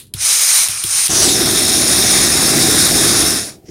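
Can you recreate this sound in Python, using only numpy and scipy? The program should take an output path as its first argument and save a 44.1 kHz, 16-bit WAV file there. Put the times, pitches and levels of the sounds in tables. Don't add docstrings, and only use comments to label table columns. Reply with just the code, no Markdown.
import sys
import numpy as np
from scipy import signal
from scipy.fft import rfft, irfft, next_fast_len
from scipy.io import wavfile
from scipy.ndimage import uniform_filter1d, map_coordinates

SR = 44100
rng = np.random.default_rng(int(sys.argv[2]) if len(sys.argv) > 2 else 0)


def elevation(decibels):
    levels = np.asarray(decibels, float)
    return 10 ** (levels / 20)


def store_wav(level_fs):
    pcm = np.round(np.clip(np.atleast_2d(level_fs), -1, 1) * 32767)
    wavfile.write(sys.argv[1], SR, pcm.T.astype(np.int16))


N = 163170

# [t/s, jet level/dB, coarse turbulence over the jet level/dB]
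GAS_FLOW = [(.14, -48, -6), (.17, -32.5, 7), (.21, -19, -13), (.27, -11.5, -5), (.58, -10, -5),
            (.67, -15.5, -2), (.73, -21.5, 1.5), (.82, -22, -4), (.89, -19, -2), (.97, -13, -7),
            (1.25, -10.5, -19), (1.38, -15, 2.5), (1.71, -12.5, -5), (3.19, -11.5, 1.5), (3.35, -15, -1),
            (3.5, -29.5, -3), (3.56, -50, 5), (3.6, -78, -3)]
# [f/Hz, level/dB]
JET_COLOUR = [(300, -32), (700, -21.5), (1500, -18), (3000, -16), (6000, -15), (10500, -16.5),
              (12000, -30.5), (16000, -34.5)]
# [f/Hz, width/Hz, level/dB]
COLD_BURNER = [(2320, 320, 9), (4020, 400, 10), (5240, 380, 11), (6170, 1200, 14), (9000, 1100, 7.5),
               (8900, 400, 19), (9540, 290, 20), (10200, 900, 10.5), (13300, 360, 27)]
# [f/Hz, width/Hz, level/dB]
CATCHING_BURNER = [(4000, 170, -10.5), (5830, 250, 10), (6450, 460, 6.5), (8600, 1500, 2), (9800, 560, 2),
                   (13300, 900, 11)]
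# [f/Hz, width/Hz, level/dB]
HOT_BURNER = [(1850, 1140, 3), (3740, 270, 10.5), (4400, 1100, 1), (5347, 510, 12), (6370, 190, 8),
              (6900, 140, 9.5), (9020, 340, 12.5), (9570, 330, 6.5), (10050, 1030, 9.5), (10800, 440, 4.5),
              (13300, 250, 21.5), (13400, 470, 17.5)]
# [f/Hz, width/Hz, depth/1]
HOT_NOTCHES = [(2980, 440, 0.68), (7600, 330, 0.23), (15500, 2100, 0.32)]
# [f/Hz, level/dB]
COARSE_COLOUR = [(300, -28), (600, -20.5), (1200, -4), (2500, -10), (4000, -17.5), (9000, -36)]
# [t/s, delay/ms, level/dB]
HAND_ECHO = [
    (1.12, .18, -16),
    (1.2, .19, -10),
    (1.33, .29, -10),
    (1.5, .7, -25),
]
# [t/s, roar level/dB]
FLAME_SIZE = [
    (1.082, -58),
    (1.095, -13.5),
    (1.13, -24),
    (1.4, -21.5),
    (1.7, -21),
    (3.19, -19),
    (3.36, -21.5),
    (3.5, -35.5),
    (3.62, -50),
]
# [f/Hz, level/dB]
ROAR_COLOUR = [(25, -24), (60, -8), (110, -7.5), (250, -7.5), (420, -14), (800, -17), (950, -30.5),
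               (2000, -28)]
# [f/Hz, width/Hz, level/dB]
FLAME_MODES = [(140, 42, 6), (260, 37, 4.5), (336.6, 63, 13), (410, 20, 13.5), (711, 210, 8.5)]
# [t/s, level/dB]
FLARE_LEVEL = [
    (1.09, -42),
    (1.2, -27),
    (1.4, -20.5),
    (1.6, -29),
    (1.8, -63),
]
# [t/s, crack level/dB, table thump level/dB, knock of the feet level/dB]
SNAPS = [
    (.068, -42, -46, -60),
    (.138, -9, -24, -36),
    (.6846, -4, -33, -42),
    (.838, -4, -29, -27),
    (1.0798, -6, -45, -45),
    (3.634, -66, -42, -40),
    (3.684, -60, -36, -24),
]
# [f/Hz, level/dB, t60/s]
FRAME_MODES = [(3300, -6, .03), (5300, -5, .025), (7500, -12, .02), (9900, 0, .03), (11000, -3, .03),
               (13000, -6, .02), (750, -26, .1), (2000, -30, .08)]
# [f/Hz, level/dB, t60/s]
TABLE_MODES = [(70, -9, 0.44), (102.3, -1.5, 0.24), (124, 8, 0.068), (160, -13, 0.12)]
# [f/Hz, level/dB, t60/s]
FEET_MODES = [(230, 10, 0.02), (340, 3.5, 0.072), (420, -1, 0.057)]
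# [f/Hz, level/dB]
TAIL_COLOUR = [(400, -25), (2000, -12), (4000, 0), (5500, -12), (8000, -6), (10300, 0), (12500, -8),
               (16000, -16)]
# [t/s, level/dB]
SLIDE_LEVEL = [
    (3.63, -75),
    (3.665, -50),
    (3.7, -40),
]
# [f/Hz, level/dB]
CLOTH_COLOUR = [(300, -20), (900, -20), (2000, -1), (4000, -9), (5600, 6), (8000, -10), (10500, -12),
                (12000, -29)]
# [f/Hz, level/dB]
ROOM_COLOUR = [(25, -25), (60, -8), (110, 0), (170, -9), (400, -13), (800, -30), (3000, -52), (16000, -72)]
# [t/s, gain drop/dB, release/s]
DUCKS = [
    (.6854, 13, .006),
    (1.0804, 14, .025),
]


def jet():
    catch_s, warm_s, warming_s = 1.08, 1.24, .09
    level_db, coarse_db = curves(GAS_FLOW)
    t = np.arange(N) / SR
    lit = t > catch_s
    hot = np.clip((t - warm_s) / warming_s, 0, 1)

    gas = eddies(patchy_db=1.08, spiky_db=1.0, rate=900)
    cold = unit(filtered(gas, lambda f: along(JET_COLOUR, f) * ringing(COLD_BURNER, f)))
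    catching = unit(filtered(gas, lambda f: along(JET_COLOUR, f) * ringing(CATCHING_BURNER, f)))
    warm = unit(filtered(gas, lambda f: along(JET_COLOUR, f) * ringing(HOT_BURNER, f) * notches(f)))
    hiss = drift((1 - hot) * np.where(lit, catching, cold) + hot * warm)
    hiss = dulled(hiss, level_db)

    coarse = eddies(patchy_db=0.3, spiky_db=2.0, rate=230)
    coarse = unit(filtered(coarse, lambda f: along(COARSE_COLOUR, f)))
    flutter_db = .4 * wobble(5) + .8 * wobble(45)
    return elevation(level_db + flutter_db) * (hiss + elevation(-16 + coarse_db) * coarse)


def notches(f):
    return np.prod([1 - np.clip(depth, 0, 1) * bump(f, hz, width) for hz, width, depth in HOT_NOTCHES], axis=0)


def drift(x):
    return patchy(x, drift_db=.8, bins=10, frames=60)


def dulled(hiss, level_db):
    top_hz, under_db, slope = 11500, -15, .35
    top = filtered(hiss, lambda f: 1 / (1 + (top_hz / (f + 1)) ** 8))
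    return hiss - top * (1 - elevation(slope * np.clip(level_db - under_db, None, 0)))


def hand(x):
    delay_ms, db = curves(HAND_ECHO)
    n = np.arange(N)
    near = n / SR < HAND_ECHO[-1][0]
    echo = map_coordinates(x, [n - np.clip(delay_ms, 0, 5) * SR / 1000])
    return x + elevation(db) * near * echo


def flame():
    size_db, = curves(FLAME_SIZE)
    flare_db, = curves(FLARE_LEVEL)
    roar = eddies(patchy_db=0.0, spiky_db=0.5, rate=51)
    roar = unit(filtered(roar, lambda f: along(ROAR_COLOUR, f) * ringing(FLAME_MODES, f)))
    flare = eddies(patchy_db=0.7, spiky_db=1.0, rate=50)
    flare = unit(filtered(flare, lambda f: bump(f, hz=344, width=103)))
    return elevation(size_db + 0.86 * wobble(6.7)) * roar + elevation(flare_db) * flare


def igniter():
    blow_s, blow_width_s, lead_db = .0018, .0003, -11
    lag_s, rise_s = .008, .004
    out = np.zeros(N + SR)
    t = np.arange(SR // 2) / SR
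    late = np.clip(t - lag_s, 0, None)
    air = unit(filtered(rng.standard_normal(N), lambda f: along(TAIL_COLOUR, f)))

    blow = elevation(lead_db) + np.exp(-((t - blow_s) / blow_width_s) ** 2)
    frame = modes(FRAME_MODES, t)
    table = modes(TABLE_MODES, late) * (1 - np.exp(-late / rise_s))
    feet = modes(FEET_MODES, t) * (1 - np.exp(-(t / rise_s) ** 2))
    for s, crack_db, thump_db, knock_db in SNAPS:
        start = round(s * SR)
        here = np.roll(air, -start)[:len(t)]
        crack = blow * (.6 * frame + .4 * elevation(-60 * t / .015) * here)
        tail = elevation(-17 - 60 * t / .13) * here
        low = -elevation(thump_db) * table - elevation(knock_db) * feet
        out[start:][:len(t)] += elevation(crack_db) * (crack + tail) + low
    out[:len(t)] += elevation(-34 - 60 * t / .19) * air[:len(t)]
    return out[:N]


def modes(table, t):
    return sum(elevation(db - 60 * t / t60) * np.sin(2 * np.pi * hz * t) for hz, db, t60 in table)


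def shuffle():
    level_db, = curves(SLIDE_LEVEL)
    rasp = unit(filtered(rng.standard_normal(N), lambda f: along(CLOTH_COLOUR, f)))
    return elevation(level_db + 3 * wobble(150)) * rasp


def walls(x):
    first_s, spread_s, echo_db = .004, .03, -17
    when, size = rng.uniform(size=(12, 2)).T
    delay = ((first_s + when * spread_s) * SR).astype(int)
    echoes = np.bincount(delay, (2 * size - 1) * elevation(echo_db))
    return (x + np.convolve(x, echoes)[:N]) / np.sqrt(1 + np.sum(echoes ** 2))


def room():
    air = eddies(patchy_db=1.5, spiky_db=2.5, rate=25)
    return elevation(-49.5) * unit(filtered(air, lambda f: along(ROOM_COLOUR, f)))


def eddies(patchy_db, spiky_db, rate):
    x = patchy(rng.standard_normal(N + 512), patchy_db, bins=8, frames=10)
    return x * elevation(spiky_db * wobble(rate))


def patchy(x, drift_db, bins, frames):
    z = signal.stft(x, nperseg=512)[2]
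    field = uniform_filter1d(rng.standard_normal(z.shape), size=bins, axis=0)
    field = uniform_filter1d(field, size=frames, axis=1)
    return signal.istft(z * elevation(drift_db * unit(field)), nperseg=512)[1][:N]


def wobble(rate):
    knots = rng.standard_normal(int(N * rate / SR) + 4)
    return map_coordinates(knots, [np.arange(N) * rate / SR])


def curves(rows):
    s, *cols = np.transpose(rows)
    return [np.interp(np.arange(N) / SR, s, c, left=-120) for c in cols]


def unit(x):
    return x / np.sqrt(np.mean(x ** 2) + 1e-20)


def filtered(x, response):
    m = next_fast_len(N + SR // 2)
    return irfft(rfft(x, m) * response(np.fft.rfftfreq(m, 1 / SR)), m)[..., :N]


def along(points, hz):
    f, db = np.transpose(points)
    return elevation(np.interp(np.log(hz + 1), np.log(f + 1), db))


def bump(f, hz, width):
    return 1 / (1 + (2 * (f - hz) / width) ** 2)


def ringing(peaks, f):
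    return np.sqrt(1 + sum(elevation(db) ** 2 * bump(f, hz, width) for hz, width, db in peaks))


def limiter():
    ahead_s = 0.0062
    t = np.arange(N) / SR
    drop_db = sum(over * (t > s - ahead_s) * np.exp(-np.clip(t - s, 0, None) / release)
                  for s, over, release in DUCKS)
    return elevation(-drop_db)


def scene():
    steady = walls(hand(jet()) + flame()) + room()
    gain = uniform_filter1d(limiter(), size=40)
    mono = steady * gain + igniter() + shuffle()
    return np.array([mono, mono])


def band_limit(x):
    return signal.sosfilt(signal.butter(12, 16320, fs=SR, output="sos"), x)


def record(dry):
    ceiling, top_hz = 0.91, 15800
    soft = dry / (1 + np.abs(dry / ceiling) ** 4) ** (1 / 4)
    mix = filtered(soft, lambda f: f < top_hz)
    return band_limit(mix)


dry = scene()
out = record(dry)
store_wav(out)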